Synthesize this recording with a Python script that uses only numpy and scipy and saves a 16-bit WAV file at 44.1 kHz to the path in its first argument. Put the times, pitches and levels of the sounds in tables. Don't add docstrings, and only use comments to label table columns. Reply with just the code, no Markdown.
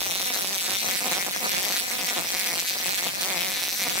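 import sys
import numpy as np
from scipy import signal
from scipy.fft import rfft, irfft
from scipy.io import wavfile
from scipy.ndimage import uniform_filter1d

SR = 44100
rng = np.random.default_rng(int(sys.argv[2]) if len(sys.argv) > 2 else 0)


def unload_wav(signal):
    wavfile.write(
        sys.argv[1],
        SR,
        np.round(np.clip(np.atleast_2d(signal).T, -1, 1) * 32767).astype(np.int16),
    )


N = 176400
TIME = np.arange(N) / SR
BIN_HZ = np.maximum(np.arange(N // 2 + 1) * SR / N, 1)
POP_HZ, RASP_HZ, CRACK_HZ, FIZZ_HZ = (13, 1366), (1366, 2890), (2860, 7060), (7060, SR / 2)

# frequency in Hz, relative level in dB.
SPARK_SPECTRUM = [(40, -23), (85, -20), (140, -5), (280, 3.5), (430, 2), (720, 6.5), (950, 2.5), (1500, 1),
                  (2250, 2.5), (3000, 3), (3900, -2.5), (4800, 3.5), (5900, -2), (6900, -3.5), (9000, -6),
                  (12500, -3), (16000, -7)]


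def undb(db):
    return 10 ** (np.asarray(db) / 20)


def unit(x):
    return x / np.sqrt(np.mean(x ** 2))


def even(x, window_s=.016):
    size = int(window_s * SR)
    power = uniform_filter1d(uniform_filter1d(np.mean(x ** 2, axis=0), size), size)
    return x / np.sqrt(power + 1e-4 * power.mean())


def curve(rows):
    return undb(np.interp(TIME, *np.array(rows).T))


def wander(per_s):
    return 1.2 * np.interp(TIME * per_s, np.arange(2000), rng.standard_normal(2000))


def colour(x, points):
    hz, db = np.array(points).T
    gain = undb(np.interp(np.log(BIN_HZ), np.log(hz), db))
    cepstrum = irfft(np.log(gain), N)
    cepstrum[1:N // 2] *= 2
    cepstrum[N // 2 + 1:] = 0
    return irfft(rfft(x) * np.exp(rfft(cepstrum)), N)


def band(x, lo_hz, hi_hz):
    return irfft(rfft(x) / np.sqrt((1 + (lo_hz / BIN_HZ) ** 10) * (1 + (BIN_HZ / hi_hz) ** 10)), N)


def delay(x, seconds):
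    return irfft(rfft(x) * np.exp(-2j * np.pi * BIN_HZ * seconds), N)


def resonate(x, hz, width_hz):
    return signal.lfilter(*signal.iirpeak(hz, hz / width_hz, fs=SR), x)


def multipath(x, envelope, changes_per_s, count):
    shares = np.array([wander(changes_per_s) for _ in range(count)])
    shares /= np.sqrt(np.sum(shares ** 2, axis=0))
    patterns = rng.standard_normal((count, 2, len(envelope))) * envelope / np.sqrt(np.sum(envelope ** 2))
    return sum(signal.fftconvolve(np.atleast_2d(x * share), pattern, axes=1)[:, :N]
               for share, pattern in zip(shares, patterns))


def breakdowns(count=1100, repeat_chance=.25):
    # time in seconds, chance of a long charge (at 1 the buzz has a pitch, near .5 it sputters).
    long_chances = [(0, .95), (.17, .95), (.2, .4), (.37, .4), (.4, 1), (.51, 1), (.55, .6), (.8, .7),
                    (.85, .45), (1.8, .6), (1.88, .2), (2.0, .55), (2.7, .5), (2.8, .2), (2.87, .8),
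                    (3.14, .7), (3.19, .2), (3.25, 1), (3.46, 1), (3.5, .65)]
    short_s, short_jitter_s, long_s, long_jitter_s = .00405, .00012, .00545, .00032
    when, chance = np.array(long_chances).T
    drifts = 1 + .04 * wander(per_s=25)[::N // count][:count]
    now, is_long, positions = 0., True, []
    for (change, pick), jitter, drift in zip(rng.random((count, 2)), rng.standard_normal(count), drifts):
        if change > repeat_chance:
            is_long = pick < np.interp(now, when, chance)
        now += long_s * drift + long_jitter_s * jitter if is_long else short_s + short_jitter_s * jitter
        positions.append(int(now * SR))
    return np.array([i for i in positions if i < N])


def snaps(at, scatter_db):
    return np.bincount(at, minlength=N) * undb(scatter_db * rng.standard_normal(N))


def straight_channel(snap):
    # time in seconds, lag on the left in seconds, level against the crooked part in dB.
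    arc_places = [(0, .00029, -5), (.87, .00029, -5), (.93, 0, -9), (1.05, .0003, -11), (1.2, .00005, -9),
                  (1.5, .00032, -7), (2.28, .0003, -11), (2.34, .00003, -7), (2.55, .00003, -7),
                  (2.62, .00032, -11), (3.18, .0003, -11), (3.25, -.00007, -9), (3.46, -.00005, -7),
                  (3.5, 0, 1), (3.86, 0, 0), (3.9, 0, -11)]
    when, lag_s, db = np.array(arc_places).T
    at = np.flatnonzero(snap)
    lag = np.round(np.interp(at / SR, when, lag_s) * SR).astype(int)
    left = np.bincount(np.clip(at + lag, 0, N - 1), snap[at], N)
    return unit(np.array([left, snap])) * curve(np.c_[when, db])


def crooked_channel(snap, spread_s=.00036, fork_db=-.5, reach=64):
    spread = np.exp(-np.abs(np.arange(-reach, reach + 1) / SR) / spread_s)
    early = np.roll(snap, -reach)
    main_path = multipath(early, spread, changes_per_s=35, count=8)
    forks = multipath(early, spread, changes_per_s=190, count=8)
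    return unit(main_path + undb(fork_db) * forks)


def table_reflection(x, top_hz=6600):
    # delay in seconds, gain in dB.
    echoes = [(.0005, -6), (.00051, -10)]
    return np.array([side + undb(db) * delay(band(side, 13, top_hz), lag_s)
                     for side, (lag_s, db) in zip(x, echoes)])


def pops(at, phase_gap_rad=1.58, sway_rad=.79, calming=.49):
    # time in seconds, level in dB.
    pop_levels = [(0.0, -35), (0.04, -39), (0.08, -33), (0.14, -42), (0.16, -37), (0.19, -43), (0.2, -38),
                  (0.41, -35), (0.54, -40), (0.63, -42), (0.69, -35), (0.8, -42), (0.86, -34), (0.97, -36),
                  (0.99, -41), (1.01, -36), (1.25, -37), (1.31, -41), (1.36, -34), (1.39, -38), (1.59, -33),
                  (1.61, -39), (1.7, -35), (1.89, -42), (1.95, -37), (2.27, -40), (2.28, -48), (2.32, -36),
                  (2.35, -34), (2.38, -43), (2.53, -36), (2.64, -40), (2.65, -46), (2.69, -39), (2.72, -43),
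                  (2.75, -36), (2.78, -41), (2.88, -35), (2.95, -39), (3.05, -38), (3.11, -42), (3.2, -37),
                  (3.36, -35), (3.7, -41), (3.77, -44), (3.82, -37), (3.84, -42), (3.87, -32), (3.93, -36),
                  (4.0, -33)]
    # centre in seconds, length in seconds, peak level in dB.
    sputters = [(1.069, 0.027, -30.5), (1.12, 0.016, -31), (1.175, 0.015, -32), (1.278, 0.019, -31.5),
                (1.451, 0.034, -30), (2.115, 0.011, -34.5), (2.181, 0.037, -30), (3.065, 0.016, -30.5)]
    sputter = sum(undb(db) * np.exp(-2 * ((TIME - centre) / length) ** 2)
                  for centre, length, db in sputters)
    strength = np.hypot(curve(pop_levels), sputter)
    flare = flaring()
    unrest = 1 - calming * np.maximum(flare / flare.max(), sputter / strength)
    push = snaps(at, scatter_db=6 * unrest)
    pop = band(colour(push - push.mean(), SPARK_SPECTRUM), *POP_HZ)
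    offset = phase_gap_rad * np.sqrt(unrest) / 2
    phase = np.array([sway_rad * unrest * wander(per_s=80) + side * offset for side in (-1, 1)])
    return strength * even(np.real(signal.hilbert(pop) * np.exp(1j * phase)))


def rasp(arc, clean, gain_db=-4.5):
    # time in seconds, relative level in dB.
    rasp_levels = [(0.0, -34), (0.19, -34), (0.36, -31), (0.39, -34), (0.56, -36), (0.6, -33), (0.64, -35),
                   (0.75, -30), (0.79, -37), (0.95, -29), (0.96, -33), (1.07, -34), (1.22, -30),
                   (1.26, -38), (1.29, -35), (1.31, -40), (1.36, -28), (1.39, -35), (1.51, -32),
                   (1.53, -28), (1.6, -31), (1.62, -38), (1.63, -32), (1.78, -31), (1.8, -36), (1.88, -31),
                   (1.89, -33), (1.95, -30), (2.06, -36), (2.09, -31), (2.14, -35), (2.19, -29),
                   (2.21, -34), (2.32, -35), (2.35, -31), (2.39, -34), (2.44, -31), (2.48, -33),
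                   (2.51, -29), (2.56, -36), (2.59, -30), (2.63, -38), (2.67, -33), (2.74, -37),
                   (2.89, -30), (2.96, -33), (3.06, -33), (3.09, -36), (3.22, -34), (3.32, -29), (3.4, -32),
                   (3.47, -31), (3.49, -34), (3.6, -32), (3.67, -36), (3.69, -33), (3.73, -39), (3.76, -34),
                   (3.77, -39), (3.8, -32), (3.9, -31), (3.94, -34), (3.95, -31), (4.0, -32)]
    plain = even(band(arc, *RASP_HZ))
    ring = even(resonate(band(clean, *RASP_HZ), hz=2220, width_hz=650))
    share = flaring()
    return undb(gain_db) * curve(rasp_levels) * even(share * ring + (1 - share) * plain)


def crack(arc, clean, gain_db=-4):
    # time in seconds, relative level in dB.
    crack_levels = [(0.0, -28), (0.05, -31), (0.27, -28), (0.28, -31), (0.35, -28), (0.38, -30),
                    (0.71, -29), (0.78, -29), (0.85, -28), (0.87, -31), (0.91, -28), (1.04, -34),
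                    (1.06, -30), (1.21, -30), (1.24, -34), (1.37, -30), (1.38, -33), (1.44, -33),
                    (1.45, -28), (1.49, -30), (1.7, -28), (1.92, -32), (2.1, -31), (2.13, -33), (2.16, -28),
                    (2.21, -32), (2.35, -30), (2.39, -32), (2.44, -30), (2.57, -31), (2.6, -27),
                    (2.63, -35), (2.68, -28), (2.78, -33), (2.89, -29), (3.04, -33), (3.07, -30),
                    (3.09, -37), (3.18, -30), (3.25, -29), (3.3, -32), (3.36, -29), (3.49, -31),
                    (3.56, -26), (3.58, -29), (3.78, -31), (3.81, -29), (4.0, -31)]
    # frequency in Hz, bandwidth in Hz, relative level in dB.
    resonances = [(3850, 700, 0), (5800, 1000, -4)]
    # time in seconds, level against the plain crack in dB.
    sizzle_levels = [(0, 0), (.25, 4), (.5, -7), (.8, 4), (1.1, -13), (1.7, -6), (2.2, -15), (2.9, -11),
                     (3.35, -15), (3.55, -1), (3.8, -6), (4, -15)]
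    plain = even(band(arc, *CRACK_HZ))
    drive = band(clean, *CRACK_HZ)
    sizzle = even(sum(undb(db) * resonate(drive, hz, width) for hz, width, db in resonances))
    return undb(gain_db) * curve(crack_levels) * even(plain + curve(sizzle_levels) * sizzle)


def fizz(arc):
    # time in seconds, relative level in dB.
    fizz_levels = [(0.0, -29), (0.04, -35), (0.08, -30), (0.17, -33), (0.26, -28), (0.29, -33), (0.35, -29),
                   (0.54, -32), (0.55, -29), (0.67, -32), (0.72, -29), (0.77, -34), (0.84, -31),
                   (1.39, -34), (1.46, -32), (1.57, -34), (1.59, -30), (1.92, -33), (2.31, -33),
                   (2.54, -31), (2.58, -34), (2.6, -30), (2.63, -35), (2.69, -30), (2.74, -35), (2.87, -30),
                   (3.07, -35), (3.1, -38), (3.25, -31), (3.4, -34), (3.42, -31), (3.74, -33), (3.82, -31),
                   (4.0, -32)]
    return curve(fizz_levels) * even(band(arc, *FIZZ_HZ))


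def flaring(edge_s=.0099):
    # start in seconds, end in seconds, peak share from 0 to 1.
    flares = [(.9, .96, .55), (1.18, 1.23, .55), (2.33, 2.55, .7), (3.24, 3.52, .6), (3.79, 3.89, .7)]
    return sum(peak * np.clip(np.minimum(TIME - start, end - TIME) / edge_s, 0, 1)
               for start, end, peak in flares)


def spark_gap(flicker_db=1.41):
    at = breakdowns()
    snap = snaps(at, scatter_db=1.87)
    clean = colour(table_reflection(straight_channel(snap)), SPARK_SPECTRUM)
    arc = clean + colour(table_reflection(crooked_channel(snap)), SPARK_SPECTRUM)
    low = pops(at)
    bright = rasp(arc, clean) + crack(arc, clean) + fizz(arc)
    return low + bright * undb(flicker_db * wander(per_s=60))


def room(x, t60_s=.14, onset_s=.0011, gain_db=-2.5):
    # frequency in Hz, relative gain in dB.
    room_response = [(100, 14), (300, -4.5), (700, -7.5), (1200, -13.5), (2400, 0.5), (4000, -1.5),
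                     (7000, -6), (12000, -5), (16000, -8)]
    t = TIME[:N // 12]
    decay = np.exp(-np.log(1000) * t / t60_s) * (t > onset_s)
    return undb(gain_db) * colour(multipath(x, decay, changes_per_s=40, count=5), room_response)


def hiss(level_db=-37):
    # frequency in Hz, relative level in dB.
    spectrum = [(15, -4), (40, 5), (100, -10), (300, -13), (2000, 8)]
    return undb(level_db) * unit(colour(rng.standard_normal((2, N)), spectrum))


def scene():
    gap = spark_gap()
    return gap + room(gap) + hiss()


def record(dry, rounding=.45, top_hz=15780):
    soft = np.tanh(rounding * dry) / rounding
    low_pass = signal.firwin(301, top_hz, fs=SR, window="blackman")
    return signal.fftconvolve(soft, low_pass[None], mode="same", axes=1)


dry = scene()
out = record(dry)
unload_wav(out)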